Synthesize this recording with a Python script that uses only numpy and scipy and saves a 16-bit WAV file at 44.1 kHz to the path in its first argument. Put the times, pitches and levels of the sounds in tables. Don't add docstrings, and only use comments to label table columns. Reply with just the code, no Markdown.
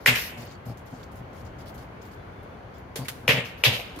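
import sys
import numpy as np
from scipy import signal
from scipy.io import wavfile

SR = 44100
rng = np.random.default_rng(int(sys.argv[2]) if len(sys.argv) > 2 else 0)


def wav_out(sig):
    wavfile.write(sys.argv[1], SR, np.round(np.clip(np.atleast_2d(sig).T, -1, 1) * 32767).astype(np.int16))


def invert_db(level):
    return 10 ** (np.asarray(level, dtype=float) / 20)


N = 176400


def rms_one(x):
    return x / np.sqrt(np.mean(x ** 2) + 1e-20)


def band(x, lo_hz, hi_hz):
    return signal.sosfilt(signal.butter(2, [lo_hz, hi_hz], "band", fs=SR, output="sos"), x)


def at_hz(points, hz, axis=1):
    points = np.array(points)
    return np.interp(np.log(hz), np.log(points[:, 0]), points[:, axis])


def drift(rate_hz):
    r = np.exp(-80 * np.pi * rate_hz / SR)
    slow = signal.lfilter([1], [1, -2 * r, r * r], rng.standard_normal(N // 40 + 2002))[2000:]
    return np.interp(np.arange(N) / 40, np.arange(len(slow)), rms_one(slow))


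def resonate(x, hz, width_hz):
    r = np.exp(-np.pi * width_hz / SR)
    zeros = np.array([1, 0, -1]) * (1 - r * r) / 2
    poles = [1, -2 * r * np.cos(2 * np.pi * hz / SR), r * r]
    return signal.lfilter(zeros, poles, x + 1e-18)


def ring(x, hz, width_hz, count):
    for _ in range(count):
        x = resonate(x, hz, width_hz)
    return x / abs(x).max()


def swell(start_s, length_s, rise_s, fall_s):
    t = np.arange(N) / SR - start_s
    return np.clip(t / rise_s, 0, 1) * np.exp(-np.clip(t - length_s, 0, 1) / fall_s)


def grains():
    spread_db, rate_hz = 3.2, 2000
    size_db = spread_db * np.minimum(rng.exponential(1, (2, N)), 5)
    size = invert_db(size_db) * rng.standard_normal((2, N))
    return size * (rng.random((2, N)) < rate_hz / SR)


# start in seconds, peak in dB, ring of the wood in Hz,
# centre of the colour sent to the walls in Hz, dull body in dB.
BLOWS = [
    (0.0612, -0.5, 1770, 2330, -29),
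    (3.2794, -5, 2400, 2400, -18),
    (3.638, -3.5, 2430, 2870, -24.5),
]
# left over right in dB, cheek in dB, tick in dB, share to the walls in dB.
FACING = [(3.5, 3, 6, -3.5), (5.5, 6, 1, -1), (8, 1.8, 2.5, -1.5)]
# delay in seconds, left in dB, right in dB.
ECHOES = [(.083, -15, -19), (.098, -13, -20), (0.1281, -13, -22.5), (0.142, -26, -30), (0.161, -20, -23),
          (.178, -22, -25), (.191, -32, -32)]


def stick():
    bounce_s, bounce_db = 0.0021, -4.5
    out = np.zeros((2, N + 2 * SR))
    click = np.zeros(SR // 20)
    click[0] = 1
    body = ring(click, 508, 230, count=3)
    cheek = invert_db(-18) * ring(click, 1013, 870, count=2)
    tick = invert_db(-16) * np.roll(ring(click, 2 * 3870, 6500, count=2), int(0.0006 * SR))
    for blow, facing in zip(BLOWS, FACING):
        start_s, peak_db, wood_hz, walls_hz, body_db = blow
        pan_db, cheek_db, tick_db, walls_db = facing
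        paths = np.zeros((2, SR))
        paths[:, 0] = invert_db([pan_db / 2, -pan_db / 2])
        paths[:, int(bounce_s * SR)] = invert_db(bounce_db)
        for delay_s, *sides_db in ECHOES:
            paths[:, int(delay_s * SR)] = invert_db(np.add(sides_db, walls_db))
        edge = invert_db(tick_db) * tick + invert_db(cheek_db) * cheek
        direct = ring(click, wood_hz, 1470, count=4) + edge + invert_db(body_db + 1.5) * body

        lo_hz, hi_hz = 0.69 * walls_hz, 1.276 * walls_hz
        flat = band(band(click, 0.82 * lo_hz, 1.5 * hi_hz), lo_hz, hi_hz)
        to_walls = invert_db(0.5 + walls_db) * flat / abs(flat).max() + invert_db(-4) * edge + invert_db(body_db) * body

        hit = signal.fftconvolve(direct[None], paths, axes=1)
        hit = hit + signal.fftconvolve(to_walls[None], yard_tail(), axes=1)
        first = int(start_s * SR)
        out[:, first:first + hit.shape[1]] += invert_db(peak_db) * hit
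    return out[:, :N]


# frequency in Hz, first T60 in seconds, late T60 in seconds, late part in dB.
YARD = [(414.6, 0.22, 1, -15.5), (1440, 0.14, 1, -11), (2450, 0.12, 0.74, -8.5), (4440, 0.12, 0.73, -10),
        (8250, 0.15, 0.71, -4.5), (13820, 0.1, 0.34, -16)]


def yard_tail():
    level_db, lumps_db, low_alike = -24, 1.5, 0.32
    start_s, rise_s, hold_s, early = 0.008, 0.004, 0.028, invert_db(-8)
    facade_s, facade_spread_s, facade_db = 0.11, 0.029, 6
    t = np.arange(SR) / SR
    late_s = np.maximum(t - hold_s, 0)
    lumps = rng.standard_normal((2, SR // 50)).repeat(50, axis=1)
    white = rng.standard_normal((2, SR)) * invert_db(lumps_db * lumps)
    edges_hz = np.geomspace(200, 17000, num=9)
    tail = 0
    for lo, hi in zip(edges_hz, edges_hz[1:]):
        first_t60, late_t60, late_db = (at_hz(YARD, np.sqrt(lo * hi), axis=k) for k in (1, 2, 3))
        source = white + (hi < 1100) * low_alike * white[::-1]
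        decay = invert_db(-60 * late_s / first_t60) + invert_db(late_db - 60 * late_s / late_t60)
        tail = tail + band(np.roll(source, int(lo), axis=1), lo, hi) * decay
    tail = tail * invert_db(facade_db * np.exp(-((t - facade_s) / facade_spread_s) ** 2))
    build = early + (1 - early) * np.clip((t - start_s) / rise_s, 0, 1)
    return invert_db(level_db) * tail * (t > 0.003) * build


# start in seconds, level in dB, die-away in seconds,
# low part in Hz, low part in dB.
KNOCKS = [
    (2.957, -32.5, 0.021, 520, 2.5),
    (3.048, -53, 0.027, 2150, 8),
    (3.083, -29.5, 0.0099, 2030, -14),
    (3.788, -60.5, 0.045, 575, 25.5),
    (3.9604, -48.5, 0.0058, 282, 13.5),
    (3.969, -61.5, 0.014, 290, 25),
    (3.988, -44.5, .015, 1130, 5.5),
]


def knocks():
    rattle = rms_one(grains()) + 1.4 * rng.standard_normal((2, N))
    bright = rms_one(band(rattle, 990, 14150)) + invert_db(-5.5) * rms_one(band(rattle, 1070, 4900))
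    out = 0
    for start_s, db, fall_s, low_hz, low_db in KNOCKS:
        wood = invert_db(low_db) * rms_one(ring(rattle + 0.5 * rattle[::-1], low_hz, 0.48 * low_hz, count=2))
        contact = swell(start_s, 0.0024, 0.0008, fall_s)
        soft_tail = invert_db(-21) * swell(start_s, 0.0058, 0.016, 6.9 * fall_s)
        wood_swell = swell(start_s + 0.0027, 0.0025, 0.002, 0.48 * fall_s)
        out = out + invert_db(db) * ((contact + soft_tail) * bright + wood_swell * wood)
    return out


# start in seconds, length in seconds, level in dB, pitch in Hz, second partial in dB.
THRUMS = [(0.074, 0.049, -29.5, 120.1, -3.5), (0.365, 0.064, -42, 120.4, -4.5),
          (0.657, 0.062, -36, 119.2, -15), (0.92, 0.024, -41, 119.3, -2.5),
          (1.185, 0.038, -42, 122.1, -10.5), (1.392, 0.057, -44.5, 120, -11.5),
          (1.583, 0.057, -48.5, 120, -12), (1.75, 0.035, -55, 116.2, -18), (2.981, 0.05, -34, 127, -7),
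          (3.077, 0.04, -47, 126.7, -21), (3.217, 0.23, -45, 119.9, -6.5),
          (3.282, 0.0083, -24, 122.1, -6.5), (3.327, 0.056, -32, 126.7, -5.5),
          (3.66, 0.025, -23.5, 119, -13.5), (3.701, 0.032, -30.5, 117, -14)]


def frame():
    rise_s, fall_s, sag, sag_s = 0.012, 0.018, 0.093, 0.015
    skew_rad, upper_db, buzz_db = 0.82, -11, -10
    out = np.zeros((2, N))
    wobble_s = np.cumsum(1 + 0.03 * drift(32.9)) / SR
    lumps = invert_db(2 * drift(48))
    noise = rng.standard_normal((2, N))
    body = invert_db(-8.5) * rms_one(ring(noise[0, ::-1], 175, 145, count=2))
    for start_s, length_s, db, hz, second_db in THRUMS:
        first = int(start_s * SR)
        span = slice(first, min(N, first + SR // 3))
        t = np.arange(span.stop - first) / SR
        phase = 2 * np.pi * hz * (wobble_s[span] - sag * sag_s * np.exp(-t / sag_s))
        kicked = (noise[:, span] + 0.41 * noise[::-1, span]) * (1 + np.cos(phase)) ** 2
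        buzz = rms_one(ring(kicked, 500, 1.48 * 350, count=2))
        partials = sum(np.cos(k * phase + k * k) * invert_db(-1.5 * abs(k - 4.5)) for k in range(4, 9))
        upper = invert_db(upper_db + second_db) * partials
        octave = invert_db(second_db) * np.cos(2 * phase + skew_rad)
        tone = np.sqrt(2) * (np.cos(phase) + octave + upper) + invert_db(buzz_db) * buzz + body[span]
        out[:, span] += invert_db(db) * (swell(start_s, length_s, rise_s, fall_s) * lumps)[span] * tone
    return out * invert_db([[1.3], [-1.3]])


# start in seconds, length in seconds, level in dB, middle part in dB.
RUSTLES = [(0.371, 0.057, -58.5, -0.5), (0.447, 0.08, -69.5, 6.5), (0.651, 0.066, -63, -1.5),
           (0.77, 0.0058, -59, -3.5), (0.856, 0.032, -67, -1.5), (0.901, 0.11, -69, 2),
           (1.027, 0.0081, -67, 6.5), (1.113, 0.013, -65, -6), (1.152, 0.039, -66.5, -3),
           (1.326, 0.09, -69, 1), (1.444, 0.021, -74, 9), (1.582, 0.03, -64, 2), (1.655, 0.033, -58, -3.5),
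           (1.74, 0.011, -59.5, -7), (1.775, 0.048, -63, -0.5), (1.92, 0.033, -88, -5),
           (2.013, 0.023, -66.5, 4), (2.05, 0.025, -62.5, -2), (2.11, 0.035, -70, 1.5),
           (2.425, 0.011, -72, -2), (2.497, 0.025, -82, -6), (2.736, .03, -73.5, 7),
           (2.778, 0.0072, -69, -4)]
# frequency in Hz, width in Hz, level in dB.
CLIPS = [(4470, 120, -16), (5010, 140, -15), (14600, 500, -15)]
RUSTLE_EDGES_HZ = [2800, 4200, 5600, 7600, 10000, 12000, 13600, 16000]


def rustle():
    g = grains()
    parts = []
    for lo, hi in zip(RUSTLE_EDGES_HZ, RUSTLE_EDGES_HZ[1:]):
        parts.append(band(np.roll(g, int(lo // 7), axis=1), lo, hi) * invert_db(2.2 * drift(14)))
    hook = rms_one(resonate(g, 12600, 140))
    high = rms_one(sum(parts[3:])) + invert_db(-20 + 9.8 * drift(5)) * hook
    middle = rms_one(sum(parts[:3]))
    for hz, width_hz, db in CLIPS:
        middle = middle + invert_db(db + 4 * drift(8)) * rms_one(resonate(g, hz, width_hz))
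    out = 0
    for start_s, peak_db, *_ in BLOWS:
        out = out + invert_db(peak_db - 34.5) * swell(start_s + 0.0051, 0.026, 0.002, 0.0074) * hook
    for start_s, length_s, db, middle_db in RUSTLES:
        out = out + invert_db(db) * swell(start_s, length_s, 0.005, 0.022) * (high + invert_db(middle_db + 3) * middle)
    return out


# start in seconds, length in seconds, level in dB, middle
# part in dB.
SHAKES = [(0, 0.065, -66, 7.5), (0.057, 0.023, -33, 9.5), (0.147, 0.05, -40, 5), (0.209, 0.072, -48.5, 4),
          (3.0, 0.05, -67, 13), (3.275, 0.031, -36.5, 10), (3.336, 0.051, -70, 18), (3.446, 0.019, -55, 9),
          (3.572, 0.047, -61, 4), (3.635, 0.01, -30.5, 8.5), (3.723, 0.079, -48.5, 4.5),
          (3.869, 0.14, -73, 9)]


def shakes():
    dense = rms_one(grains()) + 8.4 * rng.standard_normal((2, N))
    high, middle = rms_one(band(dense, 11000, 14100)), rms_one(band(dense, 3460, 5970))
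    out = 0
    for start_s, length_s, db, middle_db in SHAKES:
        out = out + invert_db(db) * swell(start_s, length_s, 0.008, 0.033) * (high + invert_db(middle_db - 5) * middle)
    return out


def cloth():
    return (rustle() + shakes()) * invert_db(1.5 + drift(20)) * invert_db([[0.6], [-0.6]])


# start in seconds, length in seconds, level in dB, pitch in Hz.
JINGLES = [(.378, 0.055, -64, 12500), (.46, 0.098, -61, 4500), (0.653, .06, -64, 12800),
           (.66, .06, -67, 5000), (0.77, .01, -62, 12600), (0.856, 0.018, -68, 12700),
           (1.03, .02, -75, 4560), (1.13, .07, -70, 14500), (1.157, .02, -72, 12600),
           (1.335, 0.072, -71, 12800), (1.585, .04, -70, 12700), (1.588, .03, -61, 4900),
           (1.742, .015, -60, 12700), (2.022, .04, -63, 14700), (2.054, .03, -66, 12700),
           (2.11, .04, -70, 14500), (2.777, .015, -64, 14500), (3.012, .045, -56, 4550)]


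def jingles():
    out, g = np.zeros((2, N)), grains()
    for start_s, length_s, db, hz in JINGLES:
        first = int(start_s * SR)
        span = slice(first, first + SR // 5)
        metal = rms_one(ring(g[:, span], hz, 0.03 * hz, count=2))
        out[:, span] += invert_db(db) * swell(start_s, length_s, 0.003, 0.01)[span] * metal
    return out


# start in seconds, length in seconds, level in dB, pitch in Hz.
BIRD = [
    (2.17, .05, -68, 3450),
    (2.2, .03, -72, 4000),
    (2.32, .13, -70, 3480),
    (2.49, .06, -72, 3450),
    (2.74, .03, -70, 3400),
]


def bird():
    noise = rng.standard_normal(N)
    out = 0
    for start_s, length_s, db, hz in BIRD:
        out = out + invert_db(db) * swell(start_s, length_s, 0.0035, 0.015) * rms_one(ring(noise, hz, 110, count=2))
    return out


# frequency in Hz, level in dB.
TOWN = [(30, -12), (76, -3), (330, -13.5), (600, -12), (1800, -23), (4000, -40.5), (8200, -55),
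        (16000, -53)]
# frequency in Hz, likeness from 0 to 1.
LIKENESS = [(40, 1), (150, 0.93), (350, 0.76), (700, 0.043), (2000, 0.018), (10000, 0.01)]


def town():
    level_db, pan_db, sway_db = -42.5, 1.7, 0.6
    together = drift(1)
    edges_hz = 25 * 2 ** np.arange(0, 9.6, 0.5)
    white = rng.standard_normal((2, 2, N))
    out = 0
    for k, (lo, hi) in enumerate(zip(edges_hz, edges_hz[1:])):
        mid, side = band(white[k % 2], lo, hi)
        centre_hz = np.sqrt(lo * hi)
        alike = at_hz(LIKENESS, centre_hz)
        gain = invert_db(at_hz(TOWN, centre_hz) + sway_db * (together + drift(2.5)))
        out = out + gain * (np.sqrt(1 + alike) * mid + np.sqrt(1 - alike) * side * [[1], [-1]])
    return invert_db(level_db + pan_db * np.array([[0.5], [-0.5]])) * rms_one(out)


def scene():
    return stick() + knocks() + frame() + cloth() + jingles() + bird() + town()


def roll_off(x):
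    return signal.sosfilt(signal.butter(12, 16970, fs=SR, output="sos"), x)


def record(dry):
    x = signal.sosfilt(signal.butter(3, 42, "high", fs=SR, output="sos"), dry)
    x = x - 0.52 * resonate(x, 7990, 500)
    x = 1.3 * np.tanh(x / 1.3)
    x = signal.sosfilt(signal.cheby2(8, 30, 15800 * 1.03, fs=SR, output="sos"), x)
    return roll_off(x)


dry = scene()
out = record(dry)
wav_out(out)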